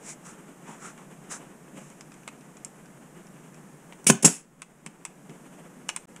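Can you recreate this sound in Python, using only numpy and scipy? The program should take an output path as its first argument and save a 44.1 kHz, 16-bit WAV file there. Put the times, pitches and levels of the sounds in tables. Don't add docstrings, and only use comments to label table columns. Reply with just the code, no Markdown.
import sys
import numpy as np
from scipy import signal
from scipy.fft import rfft, irfft, next_fast_len
from scipy.io import wavfile
from scipy.ndimage import uniform_filter1d, map_coordinates

SR = 44100
rng = np.random.default_rng(int(sys.argv[2]) if len(sys.argv) > 2 else 0)


def to_wav(sig):
    pcm = np.clip(np.atleast_2d(sig), -1, 1) * 32767
    pcm = np.round(pcm).astype(np.int16)
    wavfile.write(sys.argv[1], SR, pcm.T)


N = 273420
TIME = np.arange(N) / SR

# start_s, crack_db, wood_db, thump_db, t60_s
BLOWS = [(4.0672, -26.5, -36.5, -21, .023), (4.0911, -32.5, -32.5, -20.5, .02), (4.099, -0.5, 3, 0, 0.024),
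         (4.2322, -25, -20.5, -16, .02), (4.2448, -24.5, -8.5, -6, .035), (4.2563, -10.5, -15, -4, 0.054),
         (4.275, -27, -14.5, -16, .06)]
# frequency_hz, level_db
CRACK_SPECTRUM = [(2500, -26), (4300, -18), (5500, -2), (7500, 5), (9800, -1.5), (11400, -24), (15500, -31)]
WOOD_SPECTRUM = [(150, -2), (430, 8.5), (580, -3.5), (750, -1), (1150, -1.5), (1400, -3.5), (1800, -5.5),
                 (2600, -7), (3400, -9.5), (4500, -20.5), (9000, -25.5), (15000, -27)]
# pitch_hz, level_db, t60_s
HOUSING_MODES = [(1132, -15, 0.35), (2100, -11, 0.34), (2460, -3.5, 0.14), (3000, -10.5, 0.28),
                 (5545, -20.5, 0.45), (5660, -13, 0.12), (6740, -7.5, 0.19), (6560, 3, 0.21),
                 (7800, -10, 0.23), (7500, -15, 0.37), (8823, -9.5, 0.19), (10100, -20.5, 0.24),
                 (9700, -16, 0.15)]
FRAME_MODES = [(169.4, -6, 0.18), (188, -7.5, 0.15), (218.5, 1, .17), (266, -4, 0.12), (311, -9, .1),
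               (385.4, -7.5, 0.14), (523, -11.5, 0.05)]
def driver_blows():
    crack, wood, out = noise(CRACK_SPECTRUM), noise(WOOD_SPECTRUM), np.zeros(N)
    for start_s, crack_db, wood_db, thump_db, t60_s in BLOWS:
        out += amp(wood_db) * wood * burst(start_s, 0.0015, 0.0012, t60_s)
        out += amp(crack_db) * crack * burst(start_s, 0.0025, 0.0015, t60_s)
        rattle = 0.5 + 1.1 * wobble(220)
        out += amp(crack_db - 23) * rattle * ring(start_s, HOUSING_MODES, scatter_db=1)
        push = ring(start_s, [(226, 0.0031, 0.015)], scatter_db=-1.5)
        frame = amp(-5.5) * ring(start_s, FRAME_MODES, scatter_db=-1)
        out -= amp(thump_db) * (push + frame)
    return out


# start_s, hiss_db, cap_db, hold_s, t60_s
AIR_JETS = [(4.065, -17.5, -29.5, 0.0011, .02), (4.068, -18.5, -36.5, .04, .03),
            (4.224, -17, -20, 0.0033, .034), (4.245, -5, -0.5, 0.01, .048), (4.258, -20, -21.5, .006, .35)]
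# frequency_hz, level_db
JET_SPECTRUM = [(450, -17.5), (700, -24), (1350, -13.5), (2000, -11), (2700, -6.5), (4200, -17),
                (5500, -3.5), (7500, -2.5), (10000, 0.5), (10900, -8.5), (11600, -16.5), (14500, -24),
                (15600, -28)]
# pitch_hz, width_hz, level_db
CAP_RESONANCES = [(5300, 360, -8), (6600, 340, -3), (6930, 470, -1), (7640, 400, 4.5), (8700, 500, -7)]
# pitch_hz, level_db, t60_s
VALVE_MODES = [(1760, -8.5, 0.066), (2290, -0.5, 0.087), (2493, -9, .05), (3496, -3, 0.041),
               (5580, -2.5, 0.044), (9000, -0.5, 0.036), (10000, -1, .04)]
def valve_and_exhaust():
    hiss, cap, jet = noise(JET_SPECTRUM), resonant(CAP_RESONANCES), np.zeros(N)
    for start_s, hiss_db, cap_db, hold_s, t60_s in AIR_JETS:
        flow = burst(start_s, rise_s=0.0048, hold_s=hold_s, t60_s=t60_s)
        jet += flow * (amp(hiss_db) * hiss + amp(cap_db) * cap)
    emptying = np.interp(TIME, [4.36, 4.45], [1, 0])
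    clack = amp(-23) * ring(4.0675, VALVE_MODES, scatter_db=0.5)
    return jet * emptying * amp(0.59 * wobble(300)) + clack


# start_s, steel_db, wood_db, steel_hz, wood_hz
CLICKS = [(0.977, -49.5, -47.5, 7213, 2350), (1.901, -46, -53, 6470, 3230),
          (2.0088, -39.5, -44, 5180, 1720), (2.119, -50, -49.5, 5200, 2400), (2.277, -35, -33, 9040, 898),
          (2.569, -44.5, -49, 6860, 2380), (2.6476, -27.5, -45, 8280, 2930),
          (3.923, -48.5, -41.5, 8100, 940), (4.043, -41.5, -53, 8650, 2300),
          (4.619, -27, -30.5, 8500, 2600), (4.8625, -27.5, -32.5, 8420, 2330),
          (5.051, -23, -32.5, 7990, 2555), (5.295, -49.5, -45.5, 5480, 2000), (5.886, -36, -52, 7500, 2530),
          (5.89, -23.5, -23, 5600, 2900), (5.9621, -22.5, -30.5, 8540, 2200),
          (6.162, -42.5, -43, 6740, 1400)]
# frequency_hz, level_db
TAP_SPECTRUM = [(300, -27), (650, -9), (1000, 0), (1600, -4), (2400, 0.5), (3200, -6), (4400, -16),
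                (9000, -32.5)]
# pitch_hz, level_db, t60_s
RAIL_MODES = [(922, -3, .06), (1160, -6, .04)]
def nose_clicks(steel_t60_s=0.026, wood_t60_s=0.023):
    crack, tap, out = noise(CRACK_SPECTRUM), noise(TAP_SPECTRUM), np.zeros(N)
    for start_s, steel_db, wood_db, steel_hz, wood_hz in CLICKS + stray_ticks():
        steel_modes = [(steel_hz, 0, steel_t60_s), (1.07 * steel_hz, -3, 0.53 * steel_t60_s),
                       (0.95 * steel_hz, -5, 0.64 * steel_t60_s)]
        wood_modes = [(wood_hz, 0, wood_t60_s), (0.77 * wood_hz, -5, wood_t60_s)]
        steel = amp(-6) * ring(start_s + 0.00033, steel_modes, scatter_db=0.5)
        wood = amp(-3) * ring(start_s + 0.0006, wood_modes, scatter_db=2)
        tick = amp(-3.5) * crack * burst(start_s, 0.00033, 0.00048, 0.021)
        knock = amp(-2) * tap * burst(start_s, 0.0012, 0.00025, 0.028)
        thud = amp(-27) * ring(start_s, FRAME_MODES, scatter_db=2)
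        out += amp(steel_db) * (tick + steel) + amp(wood_db) * (knock + wood + thud)
        settle_s = start_s + 0.008
        touch = (tap + amp(-2.5) * crack) * burst(settle_s, 0.001, 0.0005, 0.03)
        rail = amp(-1.5) * ring(settle_s, RAIL_MODES, scatter_db=1.5)
        out += amp(wood_db - 11.5) * (touch + rail)
    return out


def stray_ticks(from_s=1.4, to_s=4, ticks_per_s=2.5, level_db=-53.5, steel_hz=6300, wood_hz=2670):
    count, ticks = round(ticks_per_s * (to_s - from_s)), []
    for when, force, spot in rng.random((count, 3)):
        start_s = from_s + when * (to_s - from_s)
        detune = 0.85 + 0.3 * spot
        ticks.append((start_s, level_db + 6 * force, level_db, steel_hz * detune, wood_hz * detune))
    return ticks


# start_s, level_db
BUMPS = [(.688, -44), (1.745, -42.5), (4.044, -47.5), (4.8627, -36), (5.294, -43.5), (6.161, -46.5)]
def frame_bumps():
    return sum(amp(level_db) * ring(start_s, FRAME_MODES, scatter_db=2.5) for start_s, level_db in BUMPS)


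# peak_s, hiss_db, scrape_db, scrape_hz, rise_s, fall_s
RUBS = [(.105, -41.5, -49.5, 2120, 0.037, 0.021), (.27, -50.5, -51.5, 1270, 0.019, 0.043),
        (.7, -53.5, -47, 895, 0.025, 0.047), (.855, -47.5, -46.5, 1300, 0.031, 0.04),
        (1.0, -63, -53, 1000, 0.019, 0.027), (1.318, -37.5, -41, 1420, 0.01, 0.033),
        (1.8, -58.5, -63, 2500, 0.038, 0.096)]
# frequency_hz, level_db
SKIN_SPECTRUM = [(2350, -39), (4000, -16), (4430, -21), (5640, -7), (7300, -0.5), (10100, -11),
                 (11400, -28), (14500, -31), (15400, -38), (15700, -48)]
SCRAPE_SPECTRUM = [(200, -2), (500, -1.5), (900, 2), (1600, 1), (2500, -4), (3500, -11), (4500, -32)]
def rubs():
    hiss, scrape, out = noise(SKIN_SPECTRUM), noise(SCRAPE_SPECTRUM), np.zeros(N)
    for peak_s, hiss_db, scrape_db, scrape_hz, rise_s, fall_s in RUBS:
        width_s = np.where(TIME < peak_s, rise_s, fall_s)
        speed = np.exp(-0.5 * ((TIME - peak_s) / width_s) ** 2)
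        body = 0.79 * scrape + 0.65 * resonant([(scrape_hz, 0.38 * scrape_hz, 0)])
        out += speed * (amp(hiss_db) * hiss + amp(scrape_db) * body)
    grain = amp(1.19 * wobble(120))
    return out * grain


# start_s, level_db, t60_s
GRIP_SHIFTS = [(1.735, -46.5, 0.64), (5.29, -51, 0.84), (5.53, -55, 1.2)]
def handling(held_still_s=1.6):
    steady = amp(np.interp(TIME, [held_still_s - 0.2, held_still_s], [-54.5, -58.5]))
    shifts = sum(amp(level_db) * burst(start_s, rise_s=0.024, hold_s=0, t60_s=t60_s)
                 for start_s, level_db, t60_s in GRIP_SHIFTS)
    shuffle = noise([(90, -39.5), (160, -1), (300, 1.5), (600, -5.5), (1500, -13.5),
                     (3000, -17.5), (4500, -37), (8000, -19), (14000, -41)])
    return np.hypot(steady, shifts) * amp(3.5 * wobble(45)) * shuffle


# frequency_hz, t60_s
ROOM_DECAY = [(150, 0.23), (1000, 0.33), (3000, 0.29), (8000, 0.21), (15000, 0.2)]
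def reverberation(x, build_up_s=0.0059):
    hz, t, spectrum = signal.stft(rng.standard_normal(SR // 2), SR, nperseg=256)
    decay = amp(-60 * t / along(ROOM_DECAY, hz)[:, None])
    tail = signal.istft(spectrum * decay, SR)[1]
    tail *= np.clip(np.arange(len(tail)) / SR / build_up_s, 0, 1)
    return signal.fftconvolve(x, tail / np.linalg.norm(tail))[:N]


# frequency_hz, level_db
ROOM_SPECTRUM = [(53, -66), (90, -30.5), (102, -38.5), (127, -2.5), (151, 2), (289, -6), (322, -7.5),
                 (391, -9.5), (553, -12.5), (1700, -19.5), (4400, -38), (6780, -25), (8780, -26),
                 (14800, -40), (15700, -44.5)]
# pitch_hz, width_hz, level_db
ROOM_RESONANCE = [(173, 130, 0)]
def room_noise():
    steady = amp(-51) * noise(ROOM_SPECTRUM)
    drone = amp(-60) * resonant(ROOM_RESONANCE) * amp(1.1 * wobble(12))
    return steady + drone


def amp(level_db):
    return 10 ** (np.asarray(level_db) / 20)


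def unit(x):
    return x / np.sqrt(np.mean(x ** 2) + 1e-20)


def along(points, hz):
    frequencies, values = np.transpose(points)
    return np.interp(np.log(hz + 1), np.log(frequencies + 1), values)


def filtered(x, response):
    size = next_fast_len(N + SR // 2)
    return irfft(rfft(x, size) * response(np.fft.rfftfreq(size, 1 / SR)), size)[:N]


def noise(spectrum):
    return unit(filtered(rng.standard_normal(N), lambda hz: amp(along(spectrum, hz))))


def resonant(peaks):
    def response(hz):
        return sum(amp(level_db) * np.abs(hz * width_hz / (pitch_hz**2 - hz**2 + 1j * hz * width_hz)) ** 2
                   for pitch_hz, width_hz, level_db in peaks)
    return unit(filtered(rng.standard_normal(N), response))


def wobble(rate_hz):
    return map_coordinates(rng.standard_normal(int(N * rate_hz / SR) + 4), [TIME * rate_hz])


def burst(start_s, rise_s, hold_s, t60_s):
    attack = np.clip((TIME - start_s) / rise_s, 0, 1)
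    return attack * amp(-60 * np.clip((TIME - start_s - rise_s - hold_s) / t60_s, 0, 3))


def ring(start_s, modes, scatter_db):
    t = np.arange(SR // 2) / SR
    tone = np.zeros_like(t)
    for pitch_hz, level_db, t60_s in modes:
        struck_db = level_db + scatter_db * rng.standard_normal()
        tone += amp(struck_db - 60 * t / t60_s) * np.sin(2 * np.pi * pitch_hz * t)
    return np.pad(tone, (round(start_s * SR), N))[:N]


def scene():
    jets, blows = valve_and_exhaust(), driver_blows()
    contacts = nose_clicks() + frame_bumps()
    echo = amp(-14) * (reverberation(jets) + reverberation(blows)) + amp(-15.5) * reverberation(contacts)
    return (jets + blows + contacts + echo + rubs() + handling() + room_noise())[None]


def gain_control(x, ceiling_db, recovery_db_per_s):
    level_db = 10 * np.log10(np.abs(uniform_filter1d(x ** 2, size=220)) + 1e-12)
    excess_db = np.maximum(level_db - ceiling_db, 0)
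    recovery_db = recovery_db_per_s * TIME
    cut_db = np.maximum.accumulate(excess_db + recovery_db) - recovery_db
    return x * amp(-cut_db)


def record(dry, silence_from_s=6.055, silence_to_s=6.070, top_hz=15600):
    bass_cut = signal.ellip(5, 0.5, 35, 139, "highpass", fs=SR, output="sos")
    x = signal.sosfilt(bass_cut, dry[0])
    x = gain_control(x, ceiling_db=-8, recovery_db_per_s=9)
    x = x / (1 + np.abs(x) ** 6) ** (1 / 6)
    rumble_gain = amp(-72.5 + 1.3 * wobble(2.4))
    x += rumble_gain * noise([(20, -1.5), (45, -3), (90, -9.5), (200, -30), (1000, -71)])
    fade_in = np.clip((TIME - silence_to_s) / 0.018, 0, 1)
    x *= np.where(TIME < silence_from_s, 1, fade_in)
    return filtered(x, lambda hz: hz < top_hz)[None]


dry = scene()
out = record(dry)
to_wav(out)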